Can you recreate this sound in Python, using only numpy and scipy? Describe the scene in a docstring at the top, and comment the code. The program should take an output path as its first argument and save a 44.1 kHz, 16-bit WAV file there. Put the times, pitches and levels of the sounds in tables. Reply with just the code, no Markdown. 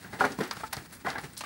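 """A dirt and gravel pen, with cattle walking a few metres away.
Each hoof thumps the ground, crushes clods and grinds grit. One knocks twice on something
hollow like a plank, and pebbles snap. Fences throw back a short echo.
Behind it all are light wind, the shuffling of the herd and a thin, steady whine."""
import sys
import numpy as np
from scipy import signal
from scipy.fft import rfft, irfft
from scipy.io import wavfile
from scipy.ndimage import uniform_filter1d

SR = 44100
rng = np.random.default_rng(int(sys.argv[2]) if len(sys.argv) > 2 else 0)


def to_wav(sig):
    """Store sig (one row per channel, or 1-D mono) as 16-bit WAV at the path in sys.argv[1].

    Samples outside -1..1 are clipped; the rate is SR.
    """
    pcm = np.clip(np.atleast_2d(sig), -1, 1) * 32767
    pcm = np.round(pcm).astype(np.int16)
    wavfile.write(sys.argv[1], SR, pcm.T)  # frames by channels


N = 63945
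T = np.arange(N) / SR

# Hooves landing. A fade time (t60) is how long a sound takes to drop by 60 dB.
# Each row: start, rise and fade time in seconds, then thump, clop, crunch and grit levels in dB.
HOOF_FALLS = [ (0.04, 0.0069, 0.47, -49, -52.5, -48.5, -56.5), (0.125, 0.01, 0.2, -43, -42, -38, -50.5),
              (0.184, 0.024, 0.36, -46, -38, -34, -39), (0.24, 0.012, 0.1, -38, -32.5, -25.5, -39),
              (0.297, 0.0093, 0.23, -47.5, -37, -53, -52.5), (0.386, 0.0028, 0.14, -36, -30.5, -54, -49),
              (0.401, 0.0085, 0.13, -49, -27.5, -31, -41), (0.425, 0.0092, 0.28, -67, -40.5, -38, -44),
              (0.565, 0.0038, 0.088, -43, -46, -42.5, -45.5), (0.596, 0.014, 0.036, -46.5, -71, -39.5, -64),
              (0.632, 0.0071, 0.079, -43, -43, -38.5, -52), (0.7249, 0.0053, 0.092, -51, -58, -31.5, -38.5),
              (0.767, 0.0046, 0.21, -42, -46, -42, -49), (1.044, 0.007, 0.11, -39, -36.5, -37.5, -52.5),
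              (1.051, 0.016, 0.12, -59, -51, -30, -44.5), (1.079, 0.0071, 0.34, -47.5, -42, -34, -42.5),
              (1.152, 0.0035, 0.16, -66, -44, -35, -75), (1.18, 0.0032, 0.083, -41, -44, -32, -42.5),
              (1.233, 0.0078, 0.12, -39, -41.5, -41, -45.5), (1.407, 0.0015, 0.071, -81, -63, -35.5, -35),
              (1.435, 0.0025, 0.13, -56, -57, -41, -43.5)]
# The tone of the four parts of a step. Each row: frequency in Hz, relative level in dB.
THUMP_TONE = [(25, -32), (45, -12), (70, -16), (115, 2.5), (180, 3.5), (260, -8.5), (600, -38.5)]
CLOP_TONE = [(110, -36), (190, -8.5), (270, -1), (340, -5.5), (420, -3), (540, -14), (800, -28),
             (2000, -46)]
CRUNCH_TONE = [(250, -42), (520, -9.5), (760, 2), (1100, -5), (1600, -1.5), (2000, -2), (2600, -22),
               (4000, -26.5), (12000, -49)]
GRIT_TONE = [(1200, -38.5), (2400, 4), (3300, -1), (4600, -1), (6500, -9), (9000, -9.5), (12000, -13),
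             (15500, -33)]
# Hooves hitting packed ground or a stick.
# Each row: start in seconds, pitch in Hz, level in dB, fade time in seconds.
RIM_STRIKES = [(0.0463, 1564, -39.5, 0.028), (0.2165, 762, -20, .08), (0.3883, 290, -22.5, 0.031),
               (0.3890, 1010, -25.5, 0.024), (0.4070, 180, -30.5, .047), (0.4105, 409, -25, 0.058),
               (0.5678, 1410, -35, 0.035), (0.6350, 875, -26, 0.066), (0.638, 1317, -26.5, 0.043),
               (0.7715, 125, -30.5, 0.058), (1.0667, 1726, -27, 0.039), (1.0688, 1050, -23, 0.049),
               (1.0730, 736, -21.5, 0.03), (1.0835, 780, -23, 0.038), (1.1580, 1622, -26, 0.047),
               (1.411, 1035, -31, 0.021), (1.438, 1170, -31, 0.037)]
# A hoof hitting the plank. Each row: start in seconds, ring gain in dB, crack level in dB.
PLANK_KNOCKS = [(0.208, -22.5, -15), (0.2402, -26, -19.5)]
# The notes the plank rings with. Each row: pitch in Hz, relative level in dB, fade time in seconds.
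PLANK_NOTES = [(157.5, -17, 0.34), (263, -2, 0.22), (408.6, 3.5, 0.14), (507, -4.5, 0.24), (578, 0, 0.16),
               (765, 6.5, 0.069), (871, -4, 0.18), (973, 10, 0.053), (1099, -1, 0.1), (1201, -3.5, 0.16),
               (1283, 3.5, 0.07), (1430, 9, 0.087), (1583, 2, 0.085), (1650, 4, 0.063), (2330, -5, 0.06)]
# Pebbles breaking under a hoof. Each row: start in seconds, pitch in Hz, snap and rattle strength
# in dB, the rattle's rise and fade time in seconds, gain of the soil's knock in dB.
PEBBLE_SNAPS = [ (0.3203, 5130, -23.5, -36, 0.0027, 0.033, -22),
                (0.5115, 4080, -13.5, -24.5, 0.0015, 0.029, 4.5),
                (0.5160, 4750, -48, -49, 0.0022, 0.16, 17.5), (0.727, 4700, -32, -29, 0.0005, 0.087, -12),
                (0.7268, 9900, -38, -31.5, 0.0049, 0.039, -12),
                (0.7674, 4540, -26, -27, 0.00036, 0.017, -3), (0.922, 9900, -48, -45.5, 0.0047, 0.2, -1),
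                (1.1009, 4440, -23, -28.5, 0.0019, 0.031, -10),
                (1.368, 4550, -26, -35, 0.0052, 0.18, -12.5), (1.3777, 9200, -24, -32, 0.0006, 0.026, -18),
                (1.3894, 8400, -32, -37.5, 0.00043, 0.047, -23)]
# Gravel chips clicking together. Each row: start in seconds, pitch in Hz, level in dB.
GRAVEL_TICKS = [(0.254, 6070, -32), (0.4374, 5650, -31.5), (0.4775, 13100, -41), (0.5109, 4750, -23),
                (0.5358, 13100, -35), (0.733, 12300, -27), (1.2155, 9840, -39.5), (1.335, 8600, -37)]
# The tone of the shuffling herd and of the wind. Each row: frequency in Hz, relative level in dB.
SHUFFLE_TONE = [(200, -4.5), (500, 1), (900, 0.5), (1800, 4.5), (3000, -6), (4500, -2.5), (6500, -8.5),
                (9000, -6), (15500, -21)]
WIND_TONE = [(30, -52), (50, -2), (62, 3), (80, 1), (110, -1), (180, -0.5), (280, -3), (400, -13.5),
             (520, -21), (1200, -32)]
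# How the shuffling swells and sinks. Each row: time in seconds, level in dB.
SHUFFLE_SWELLS = [(0, -53), (.12, -53.5), (.3, -53), (.62, -49.5), (.705, -57), (.80, -47), (.87, -57.5),
                  (.95, -47), (.985, -57.5), (1.04, -59), (1.17, -65), (1.225, -49), (1.32, -54.5),
                  (1.36, -58.5), (1.42, -50.5)]
# Which side the sound leans to. Each row: frequency in Hz, left minus right in dB.
SIDE_LEAN = [(900, 0), (1650, 2), (2500, 0), (6000, 0), (8300, -1.6), (10500, 0)]

CLOD_GRAINS_PER_S, GRIT_GRAINS_PER_S = 3300, 3700
PLANK_BUILD_CYCLES, CRACK_HZ, CRACK_T60_S = 0.91, 1380, 0.022
SOIL_HZ, SOIL_Q = 1330, 0.8
CHIPS_PER_S, CHIP_LOW_HZ, CHIP_HIGH_HZ, CHIP_CYCLES = 70, 3500, 13500, 14
SHUFFLE_FLICKER_DB, WIND_DB, WIND_GUST_DB = 3, -53.5, 1
WHINE_HZ, WHINE_DB = 15661, -64
LOW_CUT_HZ, TOP_HZ = 56.6, 15780


def hooves():
    """Weight comes onto a hoof: the ground thumps, the hoof clops, clods break and grit grinds."""
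    thump = steady(colour(rng.standard_normal(N), THUMP_TONE), samples=500)
    clop = steady(colour(rng.standard_normal(N), CLOP_TONE), samples=300)
    crunch = steady(colour(grains(CLOD_GRAINS_PER_S, spread_db=2), CRUNCH_TONE), samples=300)
    grit = steady(colour(grains(GRIT_GRAINS_PER_S, spread_db=0), GRIT_TONE), samples=500)
    power = 0  # one curve for each part; overlapping steps add their power
    for start, rise, t60, *levels_db in HOOF_FALLS:
        power = power + (gain(levels_db)[:, None] * envelope(start, rise, t60)) ** 2
    return (np.array([thump, clop, crunch, grit]) * np.sqrt(power)).sum(axis=0)


def rim_strikes():
    """The rim of a hoof meets something hard and gives a short knock with a clear pitch."""
    return sum(ping(start, hz, db, t60) for start, hz, db, t60 in RIM_STRIKES)


def plank():
    """A hoof hits with a hard crack, then the wood rings. Its low notes build up last."""
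    out = 0
    phases = rng.uniform(0, 2 * np.pi, len(PLANK_NOTES))
    for start, ring_db, crack_db in PLANK_KNOCKS:
        age = np.maximum(T - start, 0)
        ring = 0
        for (hz, note_db, t60), phase in zip(PLANK_NOTES, phases):
            note = gain(note_db) * np.sin(2 * np.pi * hz * T + phase)
            build_up = 1 - np.exp(-age * hz / PLANK_BUILD_CYCLES)
            ring = ring + note * build_up * fade(age, t60)
        crack = -ping(start, CRACK_HZ, crack_db, CRACK_T60_S)
        out = out + gain(ring_db) * ring / 2 + crack
    return out


def pebbles():
    """A stone snaps and its chips rattle. The soil it sits in adds a duller knock."""
    out = 0
    for start, hz, snap_db, rattle_db, rise, t60, soil_db in PEBBLE_SNAPS:
        rattle = steady(grains(per_second=7000, spread_db=4), samples=100)
        force = 2 * gain(rattle_db) * rattle * envelope(start, rise, t60)
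        force[int(start * SR)] += 4 * gain(snap_db)  # the snap is one sharp push
        stone = cut(resonate(force, hz, q=2.38), hz * 1.36, "low", order=1)
        soil = resonate(resonate(force, SOIL_HZ, SOIL_Q), SOIL_HZ, SOIL_Q)
        out = out + stone + gain(soil_db) * soil
    return out


def gravel_ticks():
    """Single chips click together and ring briefly, high above the crunch."""
    return sum(ping(start, hz, db, t60=0.007) for start, hz, db in GRAVEL_TICKS)


def pen_echo(sound):
    """Fences and bodies throw back a scatter of short echoes."""
    echoes = grains(per_second=930, spread_db=2) * envelope(start=0.0059, rise=0.0017, t60=0.4)
    return gain(db=-17.5) * signal.fftconvolve(sound, echoes / np.linalg.norm(echoes))[:N]


def herd():
    """The rest of the herd shuffles through gravel: a flickering rustle that swells and sinks."""
    rustle = normalise(colour(grains(per_second=6000, spread_db=1), SHUFFLE_TONE))
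    flicker = gain(SHUFFLE_FLICKER_DB * wander(per_second=59.56))
    swell = gain(np.interp(T, *np.array(SHUFFLE_SWELLS).T))
    return (rustle * flicker + loose_chips()) * swell


def loose_chips():
    """Loose gravel gives dry ticks at random, each chip at its own pitch."""
    out = 0
    for when, pitch, softness in rng.random((int(CHIPS_PER_S * N / SR), 3)):
        hz = CHIP_LOW_HZ * (CHIP_HIGH_HZ / CHIP_LOW_HZ) ** pitch
        relative_db = 2 - 3 * np.log(max(softness, 0.03))  # a few ticks stand out
        out = out + ping(when * N / SR, hz, relative_db, t60=CHIP_CYCLES / hz)
    return out


def wind():
    """Light wind makes a low rumble that wavers a little."""
    rumble = steady(colour(rng.standard_normal(N), WIND_TONE), samples=2500)
    return rumble * gain(WIND_DB + WIND_GUST_DB * wander(per_second=13))


def whine():
    """One thin, very high tone that never changes."""
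    return gain(WHINE_DB) * np.sqrt(2) * np.sin(2 * np.pi * WHINE_HZ * T)


def gain(db):
    """Turn decibels into a number to multiply by."""
    return 10 ** (np.asarray(db) / 20)


def normalise(x):
    """Scale a signal so its average level (rms) is 1."""
    return x / np.sqrt(np.mean(x ** 2))


def smooth(x, samples):
    """Take a moving average twice."""
    return uniform_filter1d(uniform_filter1d(x, samples), samples)


def steady(x, samples):
    """Hold the level near 1 over stretches of about this many samples."""
    return x / np.sqrt(np.abs(smooth(x ** 2, samples)) + 1e-12)


def fade(age, t60):
    """Die away by 60 dB every t60 seconds, from age 0 on."""
    return np.exp(-np.log(1000) * np.maximum(age, 0) / t60)


def envelope(start, rise, t60):
    """Rise in a straight line, then die away."""
    return np.clip((T - start) / rise, 0, 1) * fade(T - start - rise, t60)


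def ping(start, hz, db, t60):
    """One struck note that dies away."""
    age = np.maximum(T - start, 0)
    return gain(db) * np.sin(2 * np.pi * hz * age) * fade(age, t60)


def grains(per_second, spread_db):
    """Tiny impacts at random times. More spread makes their sizes more uneven."""
    hits = rng.random(N) < per_second / SR
    signs = rng.choice([-1, 1], N)
    sizes = gain(spread_db * np.minimum(rng.exponential(size=N), 5))
    return hits * signs * sizes


def wander(per_second):
    """A smooth random drift, usually about 1 in size."""
    hold = int(SR / per_second)
    steps = np.repeat(rng.standard_normal(N)[:N // hold + 1], hold)
    return normalise(smooth(steps, hold)[:N])


def colour(x, tone):
    """Filter a sound so its lows and highs follow a tone table."""
    hz, db = np.array(tone).T
    size = 4096
    freqs = np.maximum(np.arange(size // 2 + 1) * SR / size, 1)
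    curve = gain(np.interp(np.log(freqs), np.log(hz), db))
    # Folding the cepstrum makes the filter ring only after a hit, never before it.
    cepstrum = irfft(np.log(curve))
    cepstrum[1:size // 2] *= 2
    cepstrum[size // 2 + 1:] = 0
    return signal.fftconvolve(x, irfft(np.exp(rfft(cepstrum))))[:N]


def resonate(x, hz, q):
    """Keep a band around one pitch. Raising q above 1 narrows it."""
    return signal.lfilter(*signal.iirpeak(hz, max(q, 1), fs=SR), x)


def cut(x, hz, keep, order):
    """Keep the "low" or "high" side of a frequency."""
    return signal.sosfilt(signal.butter(order, hz, keep, fs=SR, output="sos"), x)


def scene():
    """Mix it all, almost in mono: the middle range leans a little left, the treble right."""
    near = hooves() + rim_strikes() + plank() + pebbles() + gravel_ticks()
    mix = near + pen_echo(near) + wind() + herd() + whine()
    freqs = np.arange(N // 2 + 1) * SR / N
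    lean_db = np.interp(freqs, *np.array(SIDE_LEAN).T)
    return irfft(rfft(mix) * gain(np.array([lean_db, -lean_db]) / 2), N)


def record(dry):
    """Take away the deepest rumble and the very highest treble."""
    top_cut = signal.ellip(10, 0.2, 70, TOP_HZ, fs=SR, output="sos")
    return signal.sosfilt(top_cut, cut(dry, LOW_CUT_HZ, "high", order=5))


dry = scene()
out = record(dry)
to_wav(out)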